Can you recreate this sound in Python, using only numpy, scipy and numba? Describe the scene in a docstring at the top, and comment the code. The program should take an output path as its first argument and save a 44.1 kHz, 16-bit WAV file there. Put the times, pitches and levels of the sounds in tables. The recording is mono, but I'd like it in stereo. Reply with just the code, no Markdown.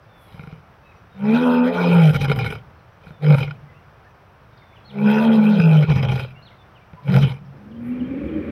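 """Distant traffic hums under thin bird calls; close by, a male lion draws breath, roars twice and grunts twice.
Each call carries near-pure chest tones, a pulsed buzz and a breathy rasp rung through throat resonances.
As a call dies the folds go slack and slap shut; a second lion starts to moan further off near the end.
Birds are gliding sines; the open air, hisses and far growl are shaped noise, and enclosure echoes follow the lions."""
import sys
import numpy as np
from scipy import signal
from scipy.fft import rfft, irfft, next_fast_len
from scipy.io import wavfile
from scipy.ndimage import uniform_filter1d
from numba import njit

SR = 44100
rng = np.random.default_rng(int(sys.argv[2]) if len(sys.argv) > 2 else 0)


def dump_mix(stems):
    """Bounce the given channels to the path in sys.argv[1] as a 16-bit WAV at rate SR."""
    frames = np.atleast_2d(stems).T  # one column per channel
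    limited = np.clip(frames, -1, 1)  # hard clip at full scale
    pcm = np.round(limited * 32767).astype(np.int16)
    wavfile.write(sys.argv[1], SR, pcm)


N = 375285


def amp(db):
    """Gain of a level in dB."""
    return 10 ** (np.asarray(db) / 20)


def rms_one(x):
    """Scales a signal to unit rms."""
    return x / np.sqrt(np.mean(x ** 2) + 1e-20)


def clock():
    """Time in seconds at every sample."""
    return np.arange(N) / SR


def in_time(*tables):
    """Table columns glided to every sample, then a gate that is open within each table's time span."""
    t = clock()
    s, *columns = np.transpose(np.vstack(tables))
    gate = 0
    for rows in tables:
        inside_s = np.minimum(t - rows[0][0], rows[-1][0] - t)
        gate = gate + np.clip(inside_s / .008, 0, 1)   # 8 ms fades
    return [np.interp(t, s, column) for column in columns] + [gate]


def colour(x, points):
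    """Equalises x along a curve of (Hz, dB), joined on a log frequency axis."""
    size = next_fast_len(N)
    hz = np.maximum(np.fft.rfftfreq(size, 1 / SR), 1)
    point_hz, point_db = np.array(points).T
    gain = amp(np.interp(np.log(hz), np.log(point_hz), point_db))
    return irfft(rfft(x, size) * gain, size)[..., :N]


def cut(x, hz, kind, order=4):
    """Butterworth high- or low-pass."""
    return signal.sosfilt(signal.butter(order, hz, kind, fs=SR, output="sos"), x)


def leak(x, fade_s):
    """Each impulse becomes an exponential fade with this time constant."""
    return signal.lfilter([1], [1, -np.exp(-1 / (fade_s * SR))], x)


def drift(rate):
    """Smooth random modulation of unit rms; a higher rate in Hz wanders faster."""
    r = np.exp(-80 * np.pi * rate / SR)   # runs once per 40 samples
    noise = rng.standard_normal(N // 40 + 2002)
    slow = signal.lfilter([1], [1, -2 * r, r * r], noise)[2000:]   # drop the settling
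    return np.interp(np.arange(N) / 40, np.arange(len(slow)), rms_one(slow))


def even(x, window_s):
    """Levels x so that its running rms stays near one."""
    return x / np.sqrt(uniform_filter1d(x ** 2, size=int(window_s * SR)) + 1e-12)


def sine(hz):
    """Unit-rms sine along a pitch curve."""
    return np.sqrt(2) * np.sin(2 * np.pi * np.cumsum(hz) / SR)


def clicks(events):
    """One single-sample click for each (s, dB) row."""
    out = np.full(N, 1e-18)
    out[[round(s * SR) for s, db in events]] = amp([db for s, db in events])
    return out


# spectrum of the open air: f/Hz, relative density/dB
AIR = [(15, -37.5), (25, -4.5), (107, 6), (222, -5.5), (248, -11), (587, -6.5), (1430, -9), (1920, -16.5),
       (2520, -19), (4210, -31), (5820, -32.5), (6660, -45), (13100, -43), (15800, -39)]
# stereo width of the open air: f/Hz, side over mid level/dB
AIR_SIDE = [(60, -18), (110, -34), (200, -17), (380, -3.5), (700, 2), (1290, -1.5), (2380, -11.5),
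            (4400, 0), (8120, 9.5), (15000, -21)]
AIR_DB = -48.5   # rms of the mid signal before its slow drift


def air():
    """Traffic hum and wind in leaves: coloured noise, centred in the bass and wide above."""
    mid, side = colour(rng.standard_normal((2, N)), AIR)
    scale = amp(AIR_DB + 0.49 * drift(2.5)) / np.std(mid)
    return scale * (mid + np.outer([1, -1], colour(side, AIR_SIDE)))


# brief high hisses: t of peak/s, level/dB, fade/dB per s
HISS = [(.22, -62.5, 65.5), (7.87, -62.5, 143)]
HISS_RISE_DB_PER_S = 273


def hiss():
    """Short puffs of treble noise around 11-12 kHz that rise fast and fade."""
    t = clock()
    gain = 0
    for s, db, fade_db in HISS:
        fall_db = np.where(t < s, HISS_RISE_DB_PER_S * (s - t), fade_db * (t - s))
        gain = gain + amp(db - fall_db)
    noise = rng.standard_normal((2, N))
    return gain * rms_one(cut(cut(noise, 11000, "high"), 12000, "low"))


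# single bird notes: t/s, length/s, start f/Hz, middle f/Hz, end f/Hz, level/dB, left over right/dB
BIRDS = [(.81, .14, 3620, 3870, 3700, -74, 1), (.94, 0.024, 3700, 4700, 5800, -76, -2),
         (.962, 0.039, 5730, 5800, 5550, -72, 0), (3.09, 0.16, 3720, 3530, 3430, -70, -5),
         (.072, 0.28, 3610, 3430, 3160, -66.5, -2), (.82, 0.12, 2630, 2580, 2530, -61, -2),
         (.915, 0.017, 2600, 2350, 1900, -57.5, -2), (1.05, 0.14, 3710, 3720, 3510, -67.5, -5),
         (3.666, 0.059, 1970, 2040, 1920, -60, -6), (3.736, 0.075, 2480, 2750, 2780, -63, -2),
         (4.05, 0.038, 1470, 1800, 1600, -57, -4), (4.473, .44, 3770, 3527, 3254, -68.5, -2),
         (4.574, 0.015, 5140, 4000, 2830, -59, 7), (4.617, 0.017, 2300, 2100, 1900, -55, 7),
         (4.727, 0.012, 2050, 2260, 2530, -55, 9), (4.752, 0.038, 3390, 2900, 2350, -56, -1),
         (6.32, 0.068, 2500, 2250, 2050, -61, -3), (6.35, .049, 2690, 2780, 2980, -54, -2),
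         (6.583, 0.052, 3630, 3530, 3500, -61.5, -3), (6.75, 0.039, 3260, 2820, 2300, -57.5, -1),
         (6.808, 0.032, 2340, 2340, 2300, -60, 0), (6.965, 0.039, 994, 1004, 993, -53.5, -20),
         (7.912, 0.023, 2640, 2700, 2670, -52, 0), (8.143, .03, 2700, 2666, 2660, -57, 0),
         (8.194, 0.027, 2580, 2600, 2680, -53, -2)]
# notes of a falling phrase: t after phrase start/s, length/s, start f/Hz, middle f/Hz, end f/Hz, relative level/dB
HOOK = [(0, .027, 3570, 4300, 4120, -8.5), (.032, .043, 4380, 3680, 2620, -3.5),
        (.089, .027, 2380, 2110, 2000, -7.5)]
# notes of a two-note phrase: t after phrase start/s, length/s, start f/Hz, middle f/Hz, end f/Hz, relative level/dB
PAIR = [(0, 0.025, 3530, 3000, 2710, 0.31), (.049, 0.021, 3120, 3130, 3170, -1.5)]
# where each falling phrase is sung: t/s, level/dB, left over right/dB
HOOKS = [(4.843, -48, 9), (6.417, -49, 6.5)]
# where each two-note phrase is sung: t/s, level/dB, left over right/dB
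PAIRS = [(7.712, -60, -1), (7.993, -52.5, -0.5), (8.281, -53, 0)]
# distant chirps at random: start pitch range, share of pitch lost, length, loudest level
CHIRP_COUNT, CHIRP_LOW_HZ, CHIRP_HIGH_HZ = 16, 3500, 6400
CHIRP_FALL, CHIRP_S, CHIRP_DB = .14, .025, -71


def bird_notes():
    """Lists single notes, the notes of both phrases and random distant chirps, in the columns of BIRDS."""
    notes = list(BIRDS)
    for phrase, times in ((HOOK, HOOKS), (PAIR, PAIRS)):
        for s, db, pan_db in times:
            for after_s, length_s, start_hz, middle_hz, end_hz, note_db in phrase:
                notes.append((s + after_s, length_s, start_hz, middle_hz, end_hz, db + note_db, pan_db))
    for when, pitch, quiet, side in rng.random((CHIRP_COUNT, 4)):
        s = when * (N / SR - .5)
        hz = CHIRP_LOW_HZ * (CHIRP_HIGH_HZ / CHIRP_LOW_HZ) ** pitch
        middle_hz, end_hz = hz * (1 - CHIRP_FALL / 2), hz * (1 - CHIRP_FALL)
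        notes.append((s, CHIRP_S, hz, middle_hz, end_hz, CHIRP_DB - 8 * quiet, 12 * (side - .5)))
    return notes


def birds():
    """Thin gliding whistles from both sides, smeared by the trees with a short decaying noise."""
    out = np.zeros((2, N))
    for s, length_s, start_hz, middle_hz, end_hz, db, pan_db in bird_notes():
        u = np.linspace(0, 1, round(length_s * SR))
        hz = np.polyval(np.polyfit([0, .5, 1], [start_hz, middle_hz, end_hz], 2), u)
        note = np.sqrt(np.sin(np.pi * u).clip(0)) * sine(hz)
        left_right = amp([db + pan_db / 2, db - pan_db / 2])
        out[:, round(s * SR):][:, :len(u)] += np.outer(left_right, note)
    t = np.arange(SR // 4) / SR
    trees = rng.standard_normal((2, len(t))) * np.exp(-t / 0.067)
    smear = signal.fftconvolve(out, trees / np.linalg.norm(trees[0]), axes=1)[:, :N]
    return out * amp(2.0 * drift(40)) + amp(-0.5) * smear


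# moan of the far lion: t/s, pitch f/Hz, tone level/dB
FAR = [(7.52, 191, -58), (7.66, 207.2, -42), (7.76, 230.2, -38.5), (7.87, 242.3, -25.5),
       (8.08, 259.4, -28.5), (8.25, 305.7, -33), (8.51, 323.6, -36.5)]
# low growl spectrum: f/Hz, relative density/dB
FAR_GROWL = [(40, -34.5), (70, 6.5), (120, -10.5), (220, 7.5), (400, -1.5), (570, -2), (640, -27),
             (900, -60)]
# upper rasp spectrum: f/Hz, relative density/dB
FAR_RASP = [(470, -30), (800, 1.5), (924, -14), (1100, -3), (2150, -3), (2380, 2.5), (2620, -12),
            (3230, -14.5), (4010, -25.5), (4500, -29), (5850, -53), (9900, -120)]
# swell shared by growl and two-thirds line, before their own trims: start level, climb, ceiling
FAR_SWELL_DB, FAR_SWELL_DB_PER_S, FAR_SWELL_TOP_DB = -58, 31.5, -35.5
# the rasp climbs steeply to this time and level, then slowly
FAR_RASP_S, FAR_RASP_DB = 7.855, -50.5
FAR_RASP_ATTACK_DB_PER_S, FAR_RASP_DB_PER_S = 251, 8.5


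def far_lion():
    """A rising moan over flickering growl and rasp noise, with lines from uneven fold cycles below the pitch."""
    hz, tone_db, on = in_time(FAR)
    t = clock()
    start_s, end_s = FAR[0][0], FAR[-1][0]
    swell_db = np.minimum(FAR_SWELL_DB + FAR_SWELL_DB_PER_S * (t - start_s), FAR_SWELL_TOP_DB)
    rasp_slope = np.where(t < FAR_RASP_S, FAR_RASP_ATTACK_DB_PER_S, FAR_RASP_DB_PER_S)
    rasp_db = FAR_RASP_DB + rasp_slope * (t - FAR_RASP_S)
    # the moan cracks as it climbs: pitch and level waver more
    strain = np.clip((t - start_s) / (end_s - start_s), 0, 1) ** 2
    tone_gain = amp(tone_db + (2.0 + 2.2 * strain) * drift(21.3))
    tone = tone_gain * sine(hz * (1 + (0.0067 + 0.051 * strain) * drift(18.0)))
    growl_noise = rms_one(colour(rng.standard_normal(N), FAR_GROWL))
    growl = amp(swell_db + 7 + 1.2 * drift(54)) * growl_noise
    rasp = amp(rasp_db) * rms_one(colour(rng.standard_normal(N), FAR_RASP))
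    # uneven fold cycles add lines at one half and two thirds of the pitch
    half = amp(tone_db - 18 + 5.2 * drift(23)) * sine(hz / 2)
    two_thirds = amp(swell_db - 2 + 3.0 * drift(12)) * sine(hz * 2 / 3)
    return on * (tone + half + two_thirds + growl + rasp)


# soft knocks while breathing in: t/s, relative peak level/dB
RATTLE = [(0.321, -34), (0.343, -25.5), (0.378, -31), (0.394, -19.5), (0.436, -23.5), (0.473, -21.5),
          (0.526, -19.5), (0.576, -38), (3.068, -25.5), (3.106, -24), (6.933, -24.5)]
RATTLE_HZ, RATTLE_T60_S = 157.6, 0.073   # chest cavity ring


def rattle():
    """Soft knocks ring the chest cavity, a single decaying resonance."""
    r = amp(-60 / (RATTLE_T60_S * SR))
    w = 2 * np.pi * RATTLE_HZ / SR
    ring = signal.lfilter([0, np.sin(w)], [1, -2 * r * np.cos(w), r * r], clicks(RATTLE))
    return amp(-4.5) * cut(ring, 310, "low", order=2)


# breathing in: t/s, length/s, level before the blend of layers/dB
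IN_BREATHS = [(0.223, 0.41, -51), (3, 0.17, -52)]


def in_breath():
    """Gain of the air drawn in: each breath is a rounded swell."""
    t = clock()
    gain = 0
    for s, length_s, db in IN_BREATHS:
        gain = gain + amp(db) * np.sin(np.pi * np.clip((t - s) / length_s, 0, 1))
    return gain


# high chest tone, one list per call that has it: t/s, pitch f/Hz, level/dB, octave level/dB
HIGH_TONE = [
    [(1.14, 189, -50.5, -78), (1.24, 202.6, -21, -40), (1.32, 222.7, -14, -26.5),
     (1.41, 248.2, -18.5, -31.5), (1.63, 245.9, -14, -50.5), (1.68, 253.5, -23.5, -23),
     (1.77, 264.8, -39, -32), (1.9, 257.7, -27, -46)],
    [(4.88, 204, -55, -74), (4.96, 204.3, -29.5, -40), (5.07, 207.6, -10.5, -32),
     (5.2, 224.7, -17.5, -27.5), (5.33, 225.4, -13.5, -25), (5.39, 217.2, -12, -42.5), (5.5, 211, -14, -39),
     (5.6, 196, -13, -31.5)],
    [(7.05, 153.4, -40, -70), (7.1, 184.5, -19, -40), (7.16, 183.2, -20.5, -38), (7.23, 233, -32, -52)],
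]
# each call, before catches and wavering: t/s, low chest pitch f/Hz, low tone level/dB, buzz level/dB,
# mouth rasp level/dB
VOICE = [
    [(1.14, 135, -59, -61.5, -67.5), (1.25, 145, -28, -32.5, -44.5), (1.35, 159.1, -30, -25.5, -33.5),
     (1.48, 166.9, -34, -21, -40.5), (1.74, 181, -30.5, -25, -34.5), (1.8, 176.3, -21, -22, -33),
     (1.97, 171.3, -8.5, -22, -31.5), (2.1, 149.6, -10, -27.5, -34), (2.145, 146.7, -17, -30, -32.5),
     (2.2, 142.1, -22.5, -32.5, -27), (2.31, 137.5, -15.5, -28.5, -35.5), (2.47, 107.4, -27, -35.5, -32.5),
     (2.54, 105.5, -38, -38.5, -38), (2.62, 111.5, -58, -61, -63.5)],
    [(3.19, 148, -51, -64, -75), (3.235, 148, -20, -30, -43), (3.3, 151.6, -7, -24, -35),
     (3.345, 144, -7.5, -22, -33), (3.385, 134, -18, -34, -33.5), (3.43, 135, -26.5, -34.5, -35),
     (3.47, 137.9, -49, -42, -42), (3.58, 136, -68, -66, -67)],
    [(4.88, 136.4, -55.5, -61.5, -68), (4.97, 145.6, -36.5, -38, -49.5), (5.03, 146.7, -23.5, -30, -41),
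     (5.1, 142.7, -33, -25, -31), (5.2, 150.7, -30.5, -24, -33.5), (5.4, 156.5, -30.5, -27, -34),
     (5.56, 172.1, -22.5, -29.5, -37.5), (5.6, 167.8, -10, -25, -33), (5.84, 146.5, -11, -29, -36.5),
     (5.9, 142.2, -12.5, -28, -33.5), (5.97, 133.8, -19, -33, -32), (6.11, 133.6, -17, -30.5, -34.5),
     (6.23, 128.7, -30, -40, -40), (6.33, 119.7, -69, -68, -58)],
    [(7.02, 141.4, -46.5, -68, -70), (7.09, 142, -17.5, -30, -39), (7.17, 134, -9.5, -23.5, -31.5),
     (7.22, 137.7, -13.5, -32, -34.5), (7.3, 120.8, -28, -37.5, -35.5), (7.4, 139.6, -52, -59, -64)],
]
# folds in each call: t when the fold cycle stops following the high tone and follows the low one
# (call start in the grunts)/s, t going slack/s, roughness while tense/0-1
PHASES = [(1.9, 2.12, .08), (3.19, 3.365, .1), (5.59, 5.87, .2), (7.02, 7.2, .3)]
CYCLES_PER_TONE = 3   # a chest tone is the third harmonic of the fold cycle
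# extra roughness and its time spread at the call's onset and just before the cycle follows the low tone
ONSET_ROUGH, ONSET_S, TO_LOW_ROUGH, TO_LOW_S = .2, .14, .2, .2
SLACK_ROUGH, SLACKEN_S = .85, .03   # roughness of slack folds, time to slacken


def folds():
    """Fold cycles per second and roughness: extra rough at the onset and around to_low_s, slack at the end."""
    t = clock()
    per_s = in_time(*VOICE)[0] / CYCLES_PER_TONE
    rough = np.full(N, SLACK_ROUGH)
    high_hz = in_time(*HIGH_TONE)[0]
    for rows, (to_low_s, slack_s, tense) in zip(VOICE, PHASES):
        start_s = rows[0][0]
        follows_high = (t > start_s) & (t < to_low_s)   # never true in the grunts
        per_s = np.where(follows_high, high_hz / CYCLES_PER_TONE, per_s)
        onset = ONSET_ROUGH * np.exp(-((t - start_s) / ONSET_S) ** 2)
        to_low = TO_LOW_ROUGH * np.exp(-((t - to_low_s + SLACKEN_S) / TO_LOW_S) ** 2)
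        tight = (t > start_s) * np.clip((slack_s - t) / SLACKEN_S + .5, 0, 1)
        rough = rough + tight * (tense + onset + to_low - SLACK_ROUGH)
    return per_s, np.clip(rough, 0, 1)


# the voice catches briefly: t/s, half length/s, loss of low tone/dB, loss of mouth rasp/dB
CATCHES = [(1.615, .03, 0, 9), (1.712, .03, 0, 11), (5.29, .04, 0, 7), (5.4, .04, 0, 9), (2.27, .012, 3, 8),
           (6.015, .015, 3, 8), (6.07, .02, 4, 8), (2.122, .013, 16, 11), (2.188, .022, 9, 14),
           (2.355, .022, 11, 6), (3.368, .016, 14, 5), (5.622, .018, 7, 0), (5.866, .024, 24, 9),
           (5.945, .018, 9, 4), (7.122, .022, 11, 0), (7.205, .015, 7, 5)]


def catches():
    """Loss in dB of the low tone and of the rasp: a rounded dip wherever the voice catches."""
    t = clock()
    loss_db = 0
    for s, half_s, tone_db, rasp_db in CATCHES:
        dip = np.clip(1 - ((t - s) / half_s) ** 2, 0, 1)
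        loss_db = loss_db + np.outer([tone_db, rasp_db], dip)
    return loss_db


@njit
def resonate(x, turn, r):
    """A resonance with a moving centre, applied twice so that the valleys stay dark."""
    for stage in range(2):
        y, gain = np.zeros_like(x), (1 - r * r) / 2
        for i in range(2, len(x)):
            y[i] = gain * (x[i] - x[i - 2]) + turn[i] * y[i - 1] - r * r * y[i - 2]
        x = y
    return x


# throat and mouth resonances: f/Hz at mouth rest, width of one pass/Hz, relative level/dB,
# share of the mouth's shift/0-1
THROAT = [(447.3, 177, 1, 0), (522, 195, -0.5, 0), (628, 228, -5, 0.98), (848.3, 62, -2, 0.6),
          (928, 150, -7.5, 0.02), (1234, 220, -13.5, 0.5), (1449, 160, 0, 0.3), (1910, 560, -17, 0.4),
          (2375, 183, -7, 0.83), (2559, 256, -6.5, 0.66), (3166, 380, -14, .4), (3842, 690, -21.5, 0),
          (5014, 244, -23.5, 0), (5740, 690, -33.5, 0.1), (8300, 550, -63, 0.4), (10360, 4700, -41, 0.09),
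          (11200, 1000, -57, 0.05), (12510, 4700, -43, 0), (14500, 2500, -73, 0)]
# the mouth opens and closes, one list per call: t/s, centre of the front-cavity resonance f/Hz
MOUTH = [
    [(1.18, 2176), (1.292, 2490), (1.566, 2580), (1.978, 2253), (2.014, 2421), (2.33, 2190), (2.58, 2325)],
    [(3.2, 2334), (3.476, 2230), (3.54, 2370)],
    [(4.95, 2386), (5.182, 2630), (5.394, 2431), (5.65, 2520), (5.75, 2360), (6.204, 2337), (6.28, 2490)],
    [(7.05, 2340), (7.156, 2360), (7.36, 2234)],
]
MOUTH_REST_HZ = 2480   # the mouth's shift is its centre over this


def throat(x, modes, patchy_db):
    """Parallel resonances with alternating signs; they move with the mouth and each flickers on its own."""
    out = 0
    shift = in_time(*MOUTH)[0] / MOUTH_REST_HZ
    for k, (hz, width, db, share) in enumerate(modes):
        r = np.exp(-np.pi * width / SR)
        centre_hz = hz * (1 + share * (shift - 1))
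        turn = 2 * r * np.cos(2 * np.pi * centre_hz / SR)
        gain = amp(db + patchy_db * drift(13.1))
        out = out + (-1) ** k * gain * resonate(x + 1e-18, turn, r)
    return out


# loose folds slap shut as a call dies, the louder slaps: t/s, relative peak level/dB
FLAPS = [(2.143, -15.5), (2.159, -20.5), (2.2118, -21), (2.2433, -19), (2.2797, -23), (2.2964, -12),
         (2.3143, -11), (2.3598, -20), (2.388, -14), (2.4094, -22), (2.4435, -17.5), (2.4611, -19.5),
         (2.502, -28.5), (2.5227, -19.5), (2.5522, -25.5), (3.3827, -18.5), (3.4051, -25.5), (3.4276, -17),
         (3.4777, -25.5), (3.5084, -23.5), (5.5982, -14), (5.81, -27), (5.8252, -14.5), (5.8983, -15),
         (5.9144, -24.5), (5.9564, -23), (6.0269, -18.5), (6.048, -20), (6.0854, -23), (6.1164, -22),
         (6.1556, -21), (6.1763, -24), (6.1944, -19), (6.2463, -27.5), (7.1602, -27.5), (7.2264, -23)]
SOFT_FLAPS_PER_S, SOFT_FLAP_DB = 10, 6   # average rate; mean level over the mouth rasp, before the throat


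def flaps():
    """Clicks of the loud slaps, and random soft ones wherever the folds are slack."""
    rasp_db, on = in_time(*VOICE)[3:]
    slack = folds()[1] >= SLACK_ROUGH
    soft = rng.random(N) < SOFT_FLAPS_PER_S / SR * on * slack
    return clicks(FLAPS) + soft * amp(rasp_db + SOFT_FLAP_DB + 2.7 * rng.standard_normal(N))


def slaps(shut):
    """Fold slaps and the in-breath rattle knock the throat; each slap also lets out a burst of air noise."""
    burst = leak(shut, 0.0032) * rng.standard_normal(N)
    knocks = amp(9.5) * burst + amp(20.5) * shut + amp(16.5) * clicks(RATTLE)
    return throat(knocks, THROAT[:14], patchy_db=3.5)


BUZZ_CATCH = 0.51   # share of the tone's loss in dB taken by the buzz
# throat rasp lies between mouth rasp (0) and buzz (1), plus a trim and a change with roughness
THROAT_FROM_BUZZ, THROAT_DB, THROAT_SLACK_DB = 0.71, -4, -13
FLUTTER_DB, FLUTTER_SLACK_DB = -20, 30.5   # over the uncaught mouth rasp; gain with roughness squared


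def breath(shut):
    """Fold overtones sing in the low resonances; pulses and air noise freed by cycles and slaps rasp above."""
    per_s, rough = folds()
    buzz_db, mouth_db, on = in_time(*VOICE)[2:]
    flutter_db = mouth_db + FLUTTER_DB + FLUTTER_SLACK_DB * rough ** 2
    tone_loss_db, rasp_loss_db = catches()
    buzz_db = buzz_db - BUZZ_CATCH * tone_loss_db
    mouth_db = mouth_db - rasp_loss_db
    throat_db = mouth_db + THROAT_FROM_BUZZ * (buzz_db - mouth_db) + THROAT_DB + THROAT_SLACK_DB * rough

    # one pulse per fold cycle, uneven in time and strength when rough
    cycle_hz = per_s * (1 + 0.11 * rough ** 2 * drift(30))
    new_cycle = np.diff(np.floor(np.cumsum(cycle_hz) / SR), prepend=0) > 0
    pulses = new_cycle * amp(3.8 * rough * drift(64))
    # cycles and slaps release puffs of air over a steady leak
    puffs = leak(pulses * (1 - rough), 0.06) + 0.13
    puffs += leak(amp(23) * shut, 0.011)
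    air_noise = rms_one(puffs * rng.standard_normal(N))
    # each overtone swells and breaks off on its own
    overtones = 0
    for k in range(4, 17):
        overtones = overtones + amp(3.5 * drift(6)) * sine(k * cycle_hz * (1 + .003 * drift(25)))

    buzz_source = (1 - rough) * rms_one(overtones) + 5.5 * rough * air_noise
    buzz = throat(buzz_source, THROAT[:6], patchy_db=2.5)
    buzz = even(cut(cut(buzz, 310, "high"), 1280, "low"), 0.047)
    rasp_source = air_noise + 1.1 * (1 - rough) * rms_one(pulses)
    rasp = throat(rasp_source, THROAT[4:], patchy_db=4.0)
    throat_rasp = even(cut(cut(rasp, 954, "high"), 1505, "low"), 0.11)
    mouth_rasp = even(cut(rasp, 2114, "high"), 0.13)
    flutter = even(cut(cut(pulses + .002 * air_noise, 44, "high"), 180, "low"), 0.24)

    call = amp(buzz_db) * buzz + amp(throat_db) * throat_rasp
    call = call + amp(mouth_db) * mouth_rasp + amp(flutter_db) * flutter
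    inhale = buzz + amp(-17) * throat_rasp + amp(-4) * mouth_rasp + amp(2) * flutter
    return on * call + in_breath() * inhale


def chest_tones():
    """Two near-pure tones, the high one with its octave; the low one wavers more as the folds slacken."""
    high_hz, high_db, octave_db, high_on = in_time(*HIGH_TONE)
    low_hz, low_db, _, _, low_on = in_time(*VOICE)
    low_db = low_db - catches()[0]
    rough = folds()[1]
    high_hz = high_hz * (1 + 0.0073 * drift(12.6))
    high = amp(high_db + 1.7 * drift(18)) * sine(high_hz)
    octave = amp(octave_db + 1.4 * drift(9.2)) * sine(2 * high_hz)
    low_gain = amp(low_db + 3.8 * rough ** 2 * drift(35))
    low = low_gain * sine(low_hz * (1 + 0.062 * rough ** 2 * drift(43)))
    # slack folds add a hoarse noise band around 150-170 Hz
    hoarse_noise = rms_one(cut(cut(rng.standard_normal(N), 150, "high"), 170, "low"))
    hoarse = amp(low_db - 9.0) * rough * hoarse_noise
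    return high_on * (high + octave) + low_on * (low + hoarse)


# stereo width of the early reflections: f/Hz, side gain/dB
LION_SIDE = [(60, -80), (110, -60.5), (200, -67), (380, -18), (700, -17.5), (1290, -9), (2380, -35),
             (4400, -10), (8120, 2), (15000, -29)]


def enclosure(x, t60_s, echo_db, early_s):
    """Dull echoes from sheds and fences, and early ground reflections that differ between two microphones."""
    t = np.arange(int(.8 * SR)) / SR
    dull = cut(rng.standard_normal(len(t)), 210, "low", order=2)
    tail = dull * amp(-60 * t / t60_s) * (t > .03)   # echoes start after 30 ms
    early = rng.standard_normal(len(t)) * np.exp(-t / early_s)
    echoes = amp(echo_db) * signal.fftconvolve(x, tail / np.linalg.norm(tail))[:N]
    side = colour(signal.fftconvolve(x, early / np.linalg.norm(early))[:N], LION_SIDE)
    return x + echoes + np.outer([1, -1], side)


def scene():
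    """Both lions in the enclosure, with birds, hisses and open air around."""
    shut = flaps()
    lions = far_lion() + rattle() + slaps(shut) + breath(shut) + chest_tones()
    return air() + hiss() + birds() + enclosure(lions, t60_s=.8, echo_db=-33.5, early_s=.007)


def record(dry):
    """The microphone loses the deepest bass; the top is cut steeply at 15.85 kHz."""
    steep = signal.ellip(10, .5, 70, 15850, fs=SR, output="sos")
    return signal.sosfilt(steep, cut(dry, 45, "high", order=2))


dry = scene()
out = record(dry)
dump_mix(out)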